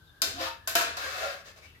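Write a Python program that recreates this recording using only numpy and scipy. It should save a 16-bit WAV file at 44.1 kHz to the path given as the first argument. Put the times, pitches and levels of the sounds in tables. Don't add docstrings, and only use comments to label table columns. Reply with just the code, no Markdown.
import sys
import numpy as np
from scipy import signal
from scipy.fft import rfft, irfft
from scipy.io import wavfile
from scipy.ndimage import uniform_filter1d

SR = 44100
rng = np.random.default_rng(int(sys.argv[2]) if len(sys.argv) > 2 else 0)


def put_to_file(sound):
    columns = np.atleast_2d(sound).T
    safe = np.clip(columns, -1, 1)
    whole_steps = np.round(safe * 32767)
    wavfile.write(sys.argv[1], SR, whole_steps.astype(np.int16))


N = 79380
T = np.arange(N) / SR
HZ = np.fft.rfftfreq(N, 1 / SR)


def amp(db):
    return 10 ** (np.asarray(db) / 20)


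def unit(x):
    return x / np.sqrt(np.mean(x ** 2) + 1e-20)


def read(points, hz):
    freqs, values = np.transpose(points)
    return np.interp(np.log(hz + 1), np.log(freqs + 1), values)


def swell(points):
    times, db = np.transpose(points)
    return amp(np.interp(T, times, db)) * (T >= times[0]) * (T <= times[-1])


def add(mix, start_s, sound):
    part = mix[:, max(round(start_s * SR), 0):][:, :sound.shape[-1]]
    part += sound[..., :part.shape[1]]


def through(x, gain):
    return irfft(rfft(x) * gain, N)


def colour(x, points):
    return through(x, amp(read(points, HZ)))


def die_away(x, decays):
    freqs, t60s = np.transpose(decays)
    bands = [through(x, read(np.c_[freqs, solo], HZ)) for solo in np.eye(len(freqs))]
    return sum(band * amp(-60 * T / t60) for band, t60 in zip(bands, t60s))


# freq_hz, correlation
LIKENESS = [(60, 0.98), (300, 0.89), (680, 0.62), (1100, -0.33), (2200, -0.21), (5000, -0.12),
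            (12000, 0.067)]
def spread(x):
    left, other = rfft(x)
    same = np.clip(read(LIKENESS, HZ), -.99, .99)
    return irfft(np.array([left, same * left + np.sqrt(1 - same ** 2) * other]), N)


def stereo_phase(hz):
    apart = np.arccos(np.clip(read(LIKENESS, hz), -1, 1)) * rng.choice([-1, 1])
    return 2 * np.pi * rng.random() + np.array([[0], [apart]])


def noise():
    return spread(rng.standard_normal((2, N)))


# freq_hz, gain_db
AIR_EQ = [(20, -23), (48, 0), (110, 0.5), (200, -6), (400, -9), (650, -16), (1400, -11), (2300, -25.5),
          (3500, -13.5), (6000, -25), (9000, -30), (13000, -23), (16000, -40)]
# pitch_hz, level_db, width_hz
RUMBLE_MODES = [(51, -22.5, 8.8), (78, -4, 13)]
# freq_hz, gain_db
RUMBLE_EQ = [(40, -15), (90, -12), (200, -26)]
# time_s, gain_db
RUMBLE_RIDE = [(0, 2), (.17, -16), (.28, 11), (.7, 2), (1.25, 3.5), (1.45, -14), (1.66, 5), (1.8, 1)]
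def room_tone():
    air_db, rumble_db = -61, -62.5
    rumble = unit(colour(resonate(noise(), RUMBLE_MODES), RUMBLE_EQ))
    ride_db = np.interp(T, *np.transpose(RUMBLE_RIDE))
    air = unit(colour(noise(), AIR_EQ))
    return amp(air_db) * air + amp(rumble_db + ride_db) * rumble


def resonate(x, modes):
    out = 0
    for hz, db, width_hz in modes:
        radius = np.exp(-np.pi * abs(width_hz) / SR)
        pole = radius * np.exp(2j * np.pi * hz / SR)
        out += amp(db) * np.sqrt(2 * (1 - radius ** 2)) * signal.lfilter([1], [1, -pole], x).real
    return out


# start_s, length_s, from_hz, to_hz, level_db
WHISTLES = [(0, 0.041, 1583, 1516, -62), (0.04, 0.39, 1576, 1600, -64), (0.063, 0.052, 4030, 3570, -63),
            (0.565, 0.2, 1670, 1740, -61)]
def far_whistles():
    waver_hz, glide_share = 57, 0.254
    out = np.zeros((2, N))
    for start_s, length_s, from_hz, to_hz, db in WHISTLES:
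        progress = np.clip(T / length_s, 0, 1)
        waver = unit(uniform_filter1d(rng.standard_normal(N), size=110))
        hz = to_hz + (from_hz - to_hz) * np.exp(-progress / glide_share) + waver_hz * waver
        arch = np.sqrt(2 * abs(np.sin(np.pi * progress)))
        add(out, start_s, amp(db) * arch * np.sin(2 * np.pi * np.cumsum(hz) / SR))
    return out


def metal_ripple():
    depth_db, spacing_hz = 2.5, 55.29
    knots = np.arange(0, SR, spacing_hz)
    ripple = np.interp(HZ, knots, rng.standard_normal(4096)[:len(knots)])
    return amp(depth_db * ripple * np.clip(HZ / 2500, 0, 1))


# freq_hz, gain_db, t60_s
CLATTER = [(140, -34.5, 1), (327, -19, 0.69), (700, -17, 0.75), (846, -21.5, 0.55), (1530, -10.5, 0.67),
           (2070, -18.5, 0.61), (3750, -18.5, 0.55), (7730, -19.5, 0.38), (8050, -27, 0.42),
           (12800, -18.5, 0.27), (15900, -30, .3)]
# pitch_hz, level_db, t60_s
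LOWER_POT = [(337.6, -35, 0.24), (478, -40, 0.68), (687.7, -22, 0.32), (950, -32, 0.62), (1348, -26, 0.43),
             (1667, -28, 0.57), (1890, -33, 0.29), (2416, -34, 0.64), (2673, -31.5, 0.19),
             (3050, -28, 0.28), (4040, -32, 0.37)]
# pitch_hz, level_db, t60_s
UPPER_POT = [(663, -36, 0.56), (1064, -31.5, 0.21), (1527, -27.5, 0.31), (1765, -49, 0.28)]
# pitch_hz, level_db, t60_s
RIM = [(2343, -35.5, 0.33), (3100, -39.5, 0.35), (3644, -31.5, 0.3), (3830, -28.5, 0.16),
       (4170, -31.5, 0.33), (4750, -32, 0.28), (5000, -30.5, 0.3), (5500, -31, 0.18), (5910, -36, 0.17)]
KNOCK_BANDS_HZ = [400, 1100, 2500, 4300, 12000]
# start_s, level_db, bass_db, low_mid_db, mid_db, presence_db, treble_db,
# crack_db, lower_pot_db, upper_pot_db, rim_db
KNOCKS = [(0.2184, -0.5, -8.5, -11, -8, -1.5, -5, 11, -27.5, -6.5, -1),
          (0.6741, -9, -7.5, -2.5, -1.5, 0, 1, 6.5, -24, 2, -8),
          (0.7528, -1.5, -4, -1, 1.5, 1.5, -1.5, 6.5, -0.5, -5, -24),
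          (.808, -12.5, -4, 5.5, 2, 3, -2, 3, -7, 11.5, -15),
          (0.969, -15, -26, 7.5, -11, 1, -8.5, 6, -13, -15, -4)]
def pot_knocks(metal):
    rise_s, crack_s, crack_hz = 0.00074, 0.0048, 3740
    tick_db, tick_hz, tick_s, tick_lag_s = -19, 5730, 0.000191, 0.00084
    clatter_db = read([(hz, db) for hz, db, _ in CLATTER], HZ)
    highpass = signal.butter(2, crack_hz, "high", fs=SR, output="sos")
    attack = 1 - np.exp(-T / rise_s)
    tick_t = T - np.array([[0], [tick_lag_s]]) - 2 * tick_s
    tick = amp([[0], [-7]]) * np.exp(-(tick_t / tick_s) ** 2) * np.sin(2 * np.pi * tick_hz * tick_t)
    out = np.zeros((2, N))
    for start_s, db, *bands_db, crack_db, lower_db, upper_db, rim_db in KNOCKS:
        eq_db = read(np.c_[KNOCK_BANDS_HZ, bands_db], HZ)
        body = through(noise(), metal * amp(clatter_db + eq_db))
        clatter = die_away(body, [(hz, t60) for hz, _, t60 in CLATTER])
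        crack = amp(crack_db) * signal.sosfilt(highpass, body[:, ::-1]) * np.exp(-T / crack_s)
        pots = amp(lower_db) * ring(LOWER_POT) + amp(upper_db) * ring(UPPER_POT)
        rim = amp(rim_db) * ring(RIM)
        hit = (clatter + crack + pots + rim) * attack + amp(tick_db + crack_db) * tick
        add(out, start_s, amp(db) * hit)
    return out


def ring(modes):
    twin_db, flat_share = -8, 0.0181
    out, t = np.zeros((2, N)), T[:N // 3]
    for hz, db, t60 in modes:
        phase = stereo_phase(hz)
        tone = np.sin(2 * np.pi * hz * t + phase)
        twin = amp(twin_db) * np.sin(2 * np.pi * hz * (1 - flat_share) * t + phase)
        add(out, 0, amp(db - 60 * t / t60) * (tone + twin))
    return out


# start_s, driven_s, pitch_hz, level_db
HOLLOW_NOTES = [(.33, 0.052, 274, -46.5), (.358, .04, 705, -40.5), (.385, 0.033, 326, -43),
                (0.384, 0.029, 1020, -40.5), (.395, .04, 528, -37), (.403, 0.02, 666, -36),
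                (0.399, 0.061, 1765, -40.5), (0.441, 0.033, 1230, -40.5), (0.456, 0.059, 920, -41),
                (1.02, 0.042, 1605, -36), (1.05, 0.04, 526, -45), (1.116, 0.047, 1270, -41.5),
                (1.205, 0.045, 722, -41), (1.21, 0.038, 632, -37.5), (1.222, 0.021, 1390, -32.5),
                (1.25, .035, 556, -36.5), (1.28, 0.042, 1632, -42)]
def hollow_notes():
    rise_s, t60_s, glide_per_s = 0.018, 0.32, 0.067
    flutter_depth, flutter_hz = 0.26, 45
    lowpass = signal.butter(2, flutter_hz, fs=SR, output="sos")
    out, t = np.zeros((2, N)), T[:N // 4]
    for start_s, driven_s, hz, db in HOLLOW_NOTES:
        flutter = flutter_depth * unit(signal.sosfilt(lowpass, rng.standard_normal((2, len(t)))))
        attack = np.sin(np.pi / 2 * np.minimum(t / rise_s, 1)) ** 2
        release = amp(-60 * np.maximum(t - driven_s, 0) / t60_s)
        turns = np.cumsum(hz * (1 + glide_per_s * np.minimum(t, driven_s))) / SR
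        tone = np.sin(2 * np.pi * turns + stereo_phase(hz) + flutter[::-1])
        add(out, start_s, amp(db) * attack * release * (1 + flutter) * tone)
    return out


def grit():
    grains_per_s, spread_db = 6000, 3
    size = amp(spread_db * np.minimum(rng.exponential(1, (2, N)), 4))
    polarity = rng.choice([-1., 1.], (2, N))
    hits = rng.random((2, N)) < grains_per_s / SR
    return unit(spread(size * polarity * hits))


# freq_hz, gain_db
DRAG_EQ = [(150, -14), (300, -8.5), (600, 1), (1400, 10), (2100, 0.5), (3000, 5.5), (4800, 3.5),
           (7500, -7.5), (9000, -14.5), (13000, -8.5), (16000, -21)]
# time_s, gain_db
DRAG_RIDE = [(.345, -19), (.385, -4.5), (.411, 5.5), (.472, 3), (.498, -7), (.54, -17), (.58, -26)]
def pot_drag(metal):
    grating = unit(colour(through(grit(), metal), DRAG_EQ))
    return amp(-38.5) * grating * swell(DRAG_RIDE)


# freq_hz, gain_db
RASP_EQ = [(150, -28), (480, -2.5), (850, -7), (1100, 0), (1600, 5.5), (2300, -3.5), (3900, -3), (6500, -8),
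           (9000, -18.5), (12500, -16), (16000, -24)]
# pitch_hz, level_db, width_hz
HOLLOW_MODES = [(564, 2.5, 43), (660, 5.5, 39), (718, 3, 12)]
# freq_hz, gain_db
HOLLOW_EQ = [(100, -36), (350, -11), (500, 0.5), (740, -1), (900, -15.5), (2500, -28)]
# time_s, rasp_db, hollow_db
RICE_RIDE = [(0.961, -50, -79), (0.974, -40.5, -47.5), (1.041, -37.5, -48.5), (1.11, -39, -51),
             (1.185, -37, -44), (1.23, -35.5, -34), (1.275, -39, -38.5), (1.332, -43, -50.5),
             (1.36, -51, -50.5), (1.419, -53.5, -59.5)]
def rice_slide(metal):
    rasp = unit(colour(through(grit(), metal), RASP_EQ))
    hollow = unit(colour(resonate(grit(), HOLLOW_MODES), HOLLOW_EQ))
    times, rasp_db, hollow_db = np.transpose(RICE_RIDE)
    return rasp * swell(np.c_[times, rasp_db]) + hollow * swell(np.c_[times, hollow_db])


# freq_hz, gain_db
RUB_EQ = [(150, -24), (600, 6.5), (900, -2), (1700, 1.5), (3000, -3), (6000, -3.5), (9000, -16),
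          (16000, -20)]
# start_s, length_s, level_db, resonance_hz, resonance_db
RUBS = [(1.445, 0.09, -49.5, 1750, -16), (1.56, 0.051, -53, 670, -12.5), (1.614, 0.081, -56, 2280, -4),
        (1.645, 0.12, -74.5, 2860, 13.5), (1.747, 0.036, -77.5, 1940, 19.5)]
def light_rubs(metal):
    width_hz = 150
    out = np.zeros((2, N))
    for start_s, length_s, db, hz, resonance_db in RUBS:
        arch = np.sin(np.pi * np.clip((T - start_s) / length_s, 0, 1) ** 0.52)
        friction = through(grit(), metal)
        scrape = unit(colour(friction, RUB_EQ))
        out += amp(db) * arch * (scrape + resonate(friction, [(hz, resonance_db, width_hz)]))
    return out


# freq_hz, t60_s
ROOM_DECAY = [(100, 0.37), (500, 0.2), (1700, 0.36), (4500, 0.23), (12000, 0.21)]
def kitchen(x):
    wet_db, predelay_s = -0.5, 0.004
    tail = die_away(noise(), ROOM_DECAY) * (T > predelay_s)
    wet = signal.fftconvolve(x, tail / np.linalg.norm(tail[0]), axes=1)[:, :N]
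    return x + amp(wet_db) * wet


def scene():
    metal = metal_ripple()
    ringing = pot_knocks(metal) + hollow_notes()
    reverb_bus = pot_drag(metal) + rice_slide(metal) + light_rubs(metal) + far_whistles()
    return ringing + kitchen(amp(-2.0) * reverb_bus) + room_tone()


# freq_hz, left_over_right_db
BALANCE = [(60, 6.5), (130, 3), (350, 3), (650, -0.5), (1100, 3.5), (2200, 3.5), (5000, 5), (8000, -4.5),
           (12000, -2)]
def record(dry):
    low_cut_hz, high_cut_hz = 25, 16100
    half_db = read(BALANCE, HZ) / 2
    ports = through(dry, amp([half_db, -half_db]))
    low_cut = signal.butter(4, low_cut_hz, "high", fs=SR, output="sos")
    high_cut = signal.firwin(255, high_cut_hz, window=("kaiser", 9), fs=SR)
    return signal.oaconvolve(signal.sosfilt(low_cut, ports), high_cut[None], "same")


dry = scene()
out = record(dry)
put_to_file(out)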